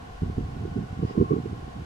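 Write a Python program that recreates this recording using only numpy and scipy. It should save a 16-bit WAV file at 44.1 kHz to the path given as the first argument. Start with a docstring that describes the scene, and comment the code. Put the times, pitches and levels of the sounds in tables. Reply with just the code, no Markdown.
"""Wind gusts right on a camera's two microphone ports, set low among grass and nettles.
Eddies thump the ports over an uneven rumble of turbulent air. The strongest gust blows a breathy
hum in the housing, with a brief swish of passing air just ahead of it.
Farther off lies a steady outdoor wash, distant rumble and leaf hiss, with a faint ringing band."""
import sys
import numpy as np
from scipy import signal
from scipy.fft import rfft, irfft, next_fast_len
from scipy.io import wavfile
from scipy.ndimage import uniform_filter1d

SR = 44100
rng = np.random.default_rng(int(sys.argv[2]) if len(sys.argv) > 2 else 0)


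def wrap_up_sound(samples):
    """Save the sound to the file named by the first command line argument, as 16-bit audio."""
    columns = np.atleast_2d(samples).T
    # keep every value between -1 and 1, then stretch to whole-number steps
    tamed = np.clip(columns, -1, 1)
    steps = np.round(tamed * 32767).astype(np.int16)
    wavfile.write(sys.argv[1], SR, steps)


N = 81585
FFT_SIZE = 2 * next_fast_len(N // 2 + SR // 10)
T, HZ = np.arange(N) / SR, np.fft.rfftfreq(FFT_SIZE, 1 / SR)

# Levels in the tables are relative.
# spectra of the distant wash, alike at both ports (mid) and opposed (side): f/Hz, level/dB
WASH_MID_SPECTRUM = [(20, 4.5), (80, 3.5), (200, -0.5), (380, -10.5), (470, -1), (540, -11.5), (620, -9.5),
                     (720, 0), (800, -3), (930, -13.5), (1090, -2), (1220, -18), (1340, -13.5),
                     (1490, -14.5), (1650, -17), (2600, -20.5), (2900, -18.5), (3300, -22.5), (4900, -25.5),
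                     (7000, -30.5), (10000, -36.5), (15000, -46)]
WASH_SIDE_SPECTRUM = [(130, -17.5), (260, -0.5), (400, -12), (470, 1.5), (560, 1), (630, -4.5), (730, 4),
                      (910, -7), (1090, -1), (1240, -10.5), (1550, -5.5), (2130, -18), (3000, -16),
                      (3800, -22), (4770, -24), (6270, -29), (8720, -34.5), (15000, -50)]
# swells of the far ringing band: t/s, level/dB
RINGING_LEVEL = [(0, -72), (.27, -61), (.45, -73), (.6, -62), (.85, -61.5), (.97, -64), (1.04, -79),
                 (1.85, -65)]
# spectra of the wind's rumble on the microphone and of its deepest part: f/Hz, level/dB
RUMBLE_SPECTRUM = [(15, -32), (35, -28), (70, 4), (130, 5.5), (190, -4), (250, -8.5), (330, -14.5),
                   (450, -17.5), (550, -38), (1200, -73)]
DEEP_SPECTRUM = [(12, -8), (28, -22), (45, 3), (75, 1.5), (110, -12), (200, -56), (600, -76)]
# push of the wind, and swells of the deepest rumble: t/s, level/dB
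WIND_PUSH = [(0, -45.5), (.13, -50.5), (.2, -64), (.25, -33), (.33, -43), (.41, -31.5), (.51, -37.5),
             (.62, -33.5), (.72, -38), (.82, -33), (.89, -45), (1.04, -31), (1.13, -46), (1.17, -47.5),
             (1.21, -20), (1.28, -41), (1.315, -26), (1.36, -38.5), (1.43, -40), (1.47, -35), (1.53, -36),
             (1.6, -39.5), (1.69, -38.5), (1.72, -52.5), (1.8, -35.5), (1.85, -48.5)]
DEEP_SWELLS = [(0, -60), (.1, -49.5), (.155, -41), (.19, -43.5), (.24, -35), (.3, -32), (.33, -48),
               (.38, -29), (.46, -33.5), (.5, -63), (.55, -39.5), (.8, -44), (1.0, -54), (1.4, -56),
               (1.85, -44.5)]
# eddies striking the microphone: t/s, fade/s, level/dB, bass gain/dB, ratio of small eddies to large
EDDY_HITS = [(0.221, 0.0017, -23, 12, 0.13), (.233, .007, -19.5, 8, .45), (0.299, 0.0073, -26.5, 7.5, 0.78),
             (0.329, .004, -37, 6, .5), (.382, 0.0065, -20, 6, 0.62), (.393, 0.0059, -30, 8, 1.75),
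             (.616, 0.005, -29.5, 9, 0.91), (0.653, 0.013, -30, -6.5, 0.84),
             (0.678, 0.0038, -28.5, 21, 0.5), (0.717, 0.0046, -30, 32, .5), (.766, 0.0022, -22, 3.5, 0.84),
             (0.772, 0.026, -24.5, 1, 1.9), (.791, 0.007, -25.5, 9.5, 1.35), (0.82, 0.0043, -30.5, 22, .3),
             (.909, 0.0044, -32, 21, 0.39), (.929, 0.0042, -26, 26.5, 0.57), (0.993, .003, -29.5, 5, 0.27),
             (.999, 0.0095, -23.5, 11.5, 0.87), (1.028, 0.0039, -22.5, 6, 0.29),
             (1.034, 0.0027, -22.5, -2, 1.2), (1.0501, .005, -20, 8, 0.18), (1.109, 0.002, -35.5, -32, .6),
             (1.151, .005, -37, -25, 1.6), (1.175, 0.0024, -23.5, -19.5, 0.27),
             (1.1795, 0.0075, -16.5, -22, 0.8), (1.2012, 0.01, -22.5, -16, 0.86),
             (1.2122, 0.0034, -17.5, -16, .5), (1.2244, .007, -21, -27.5, 1.02),
             (1.298, 0.003, -34.5, -4.5, 0.92), (1.310, 0.0035, -25, -29, .7),
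             (1.319, 0.0036, -19.5, -13.5, 0.46), (1.333, 0.016, -22, -15, 2.7),
             (1.366, 0.0034, -24, -12, 1.2), (1.384, 0.0042, -26, -9, 1.5), (1.401, 0.0047, -28.5, 7, 0.66),
             (1.4586, 0.0027, -32, -18, 0.48), (1.494, 0.0046, -38, 20, 0.65), (1.5304, 0.0032, -28, 0, .5),
             (1.63, 0.0088, -46, -19, 1.5), (1.765, 0.0057, -32.5, 22, 1.3),
             (1.82, 0.0083, -33.5, 20, 0.96)]
# pressure spectrum of an eddy at the left port: f/Hz, level/dB
EDDY_SPECTRUM = [(20, -26), (45, -5.5), (80, 6), (200, 6), (290, -5), (370, -5), (440, -4.5), (490, -14.5),
                 (550, -36), (750, -37.5), (1300, -57), (3000, -86)]
# wind at the right port against the left: f/Hz, level/dB
RIGHT_PORT_GAIN = [(40, -1.5), (120, 1.5), (200, 4.5), (300, 11), (400, 8.5), (490, 6), (600, 10.5),
                   (800, -19)]
# resonances of the housing: f/Hz, width/Hz, level/dB
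HOUSING_MODES = [(1090, 120, 18.5), (700, 120, 6), (453, 120, 10.5), (1450, 400, -7), (2220, 780, -11)]
# hum of the housing through the strongest gust: t/s, level/dB
HOUSING_LEVEL = [(.95, -74), (1.03, -47), (1.1, -44), (1.17, -49), (1.215, -33.5), (1.26, -43), (1.33, -33),
                 (1.38, -50), (1.43, -68)]
# spectrum of air brushing past the microphone: f/Hz, level/dB
AIR_SPECTRUM = [(1200, -3), (1450, -19), (1900, 10.5), (2200, -2), (2900, 2), (3900, -7), (4600, -4),
                (6100, -10), (12000, -26)]


def amp(db):
    """Decibels to gain."""
    return 10 ** (np.asarray(db) / 20)


def unit(x):
    """Scales to rms 1."""
    return x / np.sqrt(np.mean(x ** 2) + 1e-20)


def over_time(points):
    """Joins (t/s, level/dB) points in time."""
    return np.interp(T, *np.transpose(points))


def over_frequency(points):
    """Joins (f/Hz, level/dB) points on a log-frequency axis."""
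    hz, db = np.transpose(points)
    return np.interp(np.log(HZ + 1), np.log(hz + 1), db)


def shaped_noise(gain):
    """Noise of rms 1 with the given gain at each frequency."""
    return unit(irfft(rfft(rng.standard_normal(FFT_SIZE)) * gain)[:N])


def noise(spectrum):
    """Noise of rms 1 shaped by (f/Hz, level/dB) points."""
    return shaped_noise(amp(over_frequency(spectrum)))


def steadied(x, span_s):
    """Evens out the slow swells of a noise, holding its rms near 1."""
    power = uniform_filter1d(x ** 2, max(int(span_s * SR), 2))
    return x / np.sqrt(abs(power) + 1e-9)


def resonant_noise(modes):
    """Steady noise in steep-sided resonances (f/Hz, width/Hz, level/dB)."""
    gain = sum(amp(db) / (1 + (2 * (HZ - hz) / width) ** 2) ** 2 for hz, width, db in modes)
    return steadied(shaped_noise(gain), span_s=0.082)


def colour(x, gain_db, late_bias=0.27):
    """Filters by a gain at each frequency, ringing more after a push than before it."""
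    cepstrum = irfft(gain_db * np.log(10) / 20)
    cepstrum[1:FFT_SIZE // 2] *= 1 + late_bias
    cepstrum[FFT_SIZE // 2 + 1:] *= 1 - late_bias
    return irfft(rfft(x, FFT_SIZE) * np.exp(rfft(cepstrum)))[:N]


def outdoor_wash(mid_db=-46, side_db=-47.5, mono_below_hz=200):
    """Distant rumble and leaf hiss, coloured by the hollows of the microphone housing."""
    mid = noise(WASH_MID_SPECTRUM) * amp(mid_db)
    bass_cut = HZ / np.hypot(HZ, mono_below_hz)
    side = shaped_noise(amp(over_frequency(WASH_SIDE_SPECTRUM)) * bass_cut) * amp(side_db)
    return np.array([mid + side, mid - side])


def distant_ringing(hz=1470, width_hz=140):
    """A faint narrow band swells and fades far off, centred between the ports."""
    return resonant_noise([(hz, width_hz, 0)]) * amp(over_time(RINGING_LEVEL))


def wind_rumble(lump_db=2, lump_hz=78):
    """Lumpy rumble on the microphone follows the wind's push; its deepest part is strongest early on."""
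    lumps = shaped_noise(1 / (1 + (HZ / lump_hz) ** 2))
    body_db = over_time(WIND_PUSH) - 1.5 + lump_db * lumps
    body = steadied(noise(RUMBLE_SPECTRUM), span_s=0.0504) * amp(body_db)
    deep = steadied(noise(DEEP_SPECTRUM), span_s=0.027) * amp(over_time(DEEP_SWELLS))
    return body + deep


def buffet(at_s, fade_s, level_db, bass_db, churn):
    """One large eddy sucks at the port, in a cloud of small ones that swells and dies away."""
    eddies_per_s, rise_s, bass_edge_hz, level_span_s = 1500, 0.0053, 248, 0.015
    small_eddies = rng.standard_normal(N) * (rng.random(N) < eddies_per_s / SR)
    cloud = small_eddies * np.exp(-np.maximum((at_s - T) / rise_s, (T - at_s) / fade_s))
    large_eddy = 1. * (np.arange(N) == round(at_s * SR))
    gain_db = over_frequency(EDDY_SPECTRUM) + bass_db / (1 + (HZ / bass_edge_hz) ** 4)
    pressure = colour(churn * unit(cloud) - unit(large_eddy), gain_db)
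    # the thump carries the energy of level_db held for level_span_s
    return amp(level_db) * unit(pressure) * np.sqrt(level_span_s * SR / N)


def wind_on_ports(buffet_gain_db=-4.5, opposed_from_hz=671):
    """Rumble and buffets reach the right port a little later, and stronger in the low mids."""
    left = wind_rumble() + amp(buffet_gain_db) * sum(buffet(*hit) for hit in EDDY_HITS)
    lag_rad = np.pi * np.minimum(HZ / opposed_from_hz, 1) ** 1.7
    right_response = amp(over_frequency(RIGHT_PORT_GAIN)) * np.exp(-1j * lag_rad)
    right = irfft(rfft(left, FFT_SIZE) * right_response)[:N]
    return np.array([left, right])


def housing_hum():
    """The strongest gust blows a breathy hum in the housing, opposed at the two ports."""
    hum = resonant_noise(HOUSING_MODES) * amp(over_time(HOUSING_LEVEL))
    return np.array([hum, -.8 * hum])


def air_hiss(at_s=1.092, width_s=0.04, level_db=-54):
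    """Air brushes close past the microphone just ahead of the strongest gust."""
    left = noise(AIR_SPECTRUM)
    right = -.4 * left + 0.79 * noise(AIR_SPECTRUM)
    swell = np.exp(-.5 * ((T - at_s) / width_s) ** 2)
    return np.array([left, right]) * amp(level_db) * swell


def air_swish(at_s=1.097, half_length_s=.05, level_db=-63):
    """A thin, rising band tops the close hiss, starting and stopping quickly."""
    centre_hz, rise_hz_per_s, half_width_hz = 4940, 4000, 450
    cycles = np.cumsum(centre_hz + rise_hz_per_s * (T - at_s)) / SR
    lowpass = 1 / (1 + (HZ / half_width_hz) ** 4)
    bands = [shaped_noise(lowpass) * np.sin(2 * np.pi * (cycles + rng.random())) for port in range(2)]
    swell = np.exp(-abs((T - at_s) / half_length_s) ** 4)
    return unit(np.array(bands)) * amp(level_db) * swell


def scene():
    """Wind right on the microphone, low in the grass, over the distant background."""
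    close = wind_on_ports() + housing_hum() + air_hiss() + air_swish()
    return close + outdoor_wash() + distant_ringing()


def record(dry, cutoff_hz=15700):
    """The camera's band limit takes off the highest treble."""
    lowpass = signal.firwin(511, cutoff_hz, window=("kaiser", 9), fs=SR)
    return signal.oaconvolve(dry, lowpass[None], "same")


dry = scene()
out = record(dry)
wrap_up_sound(out)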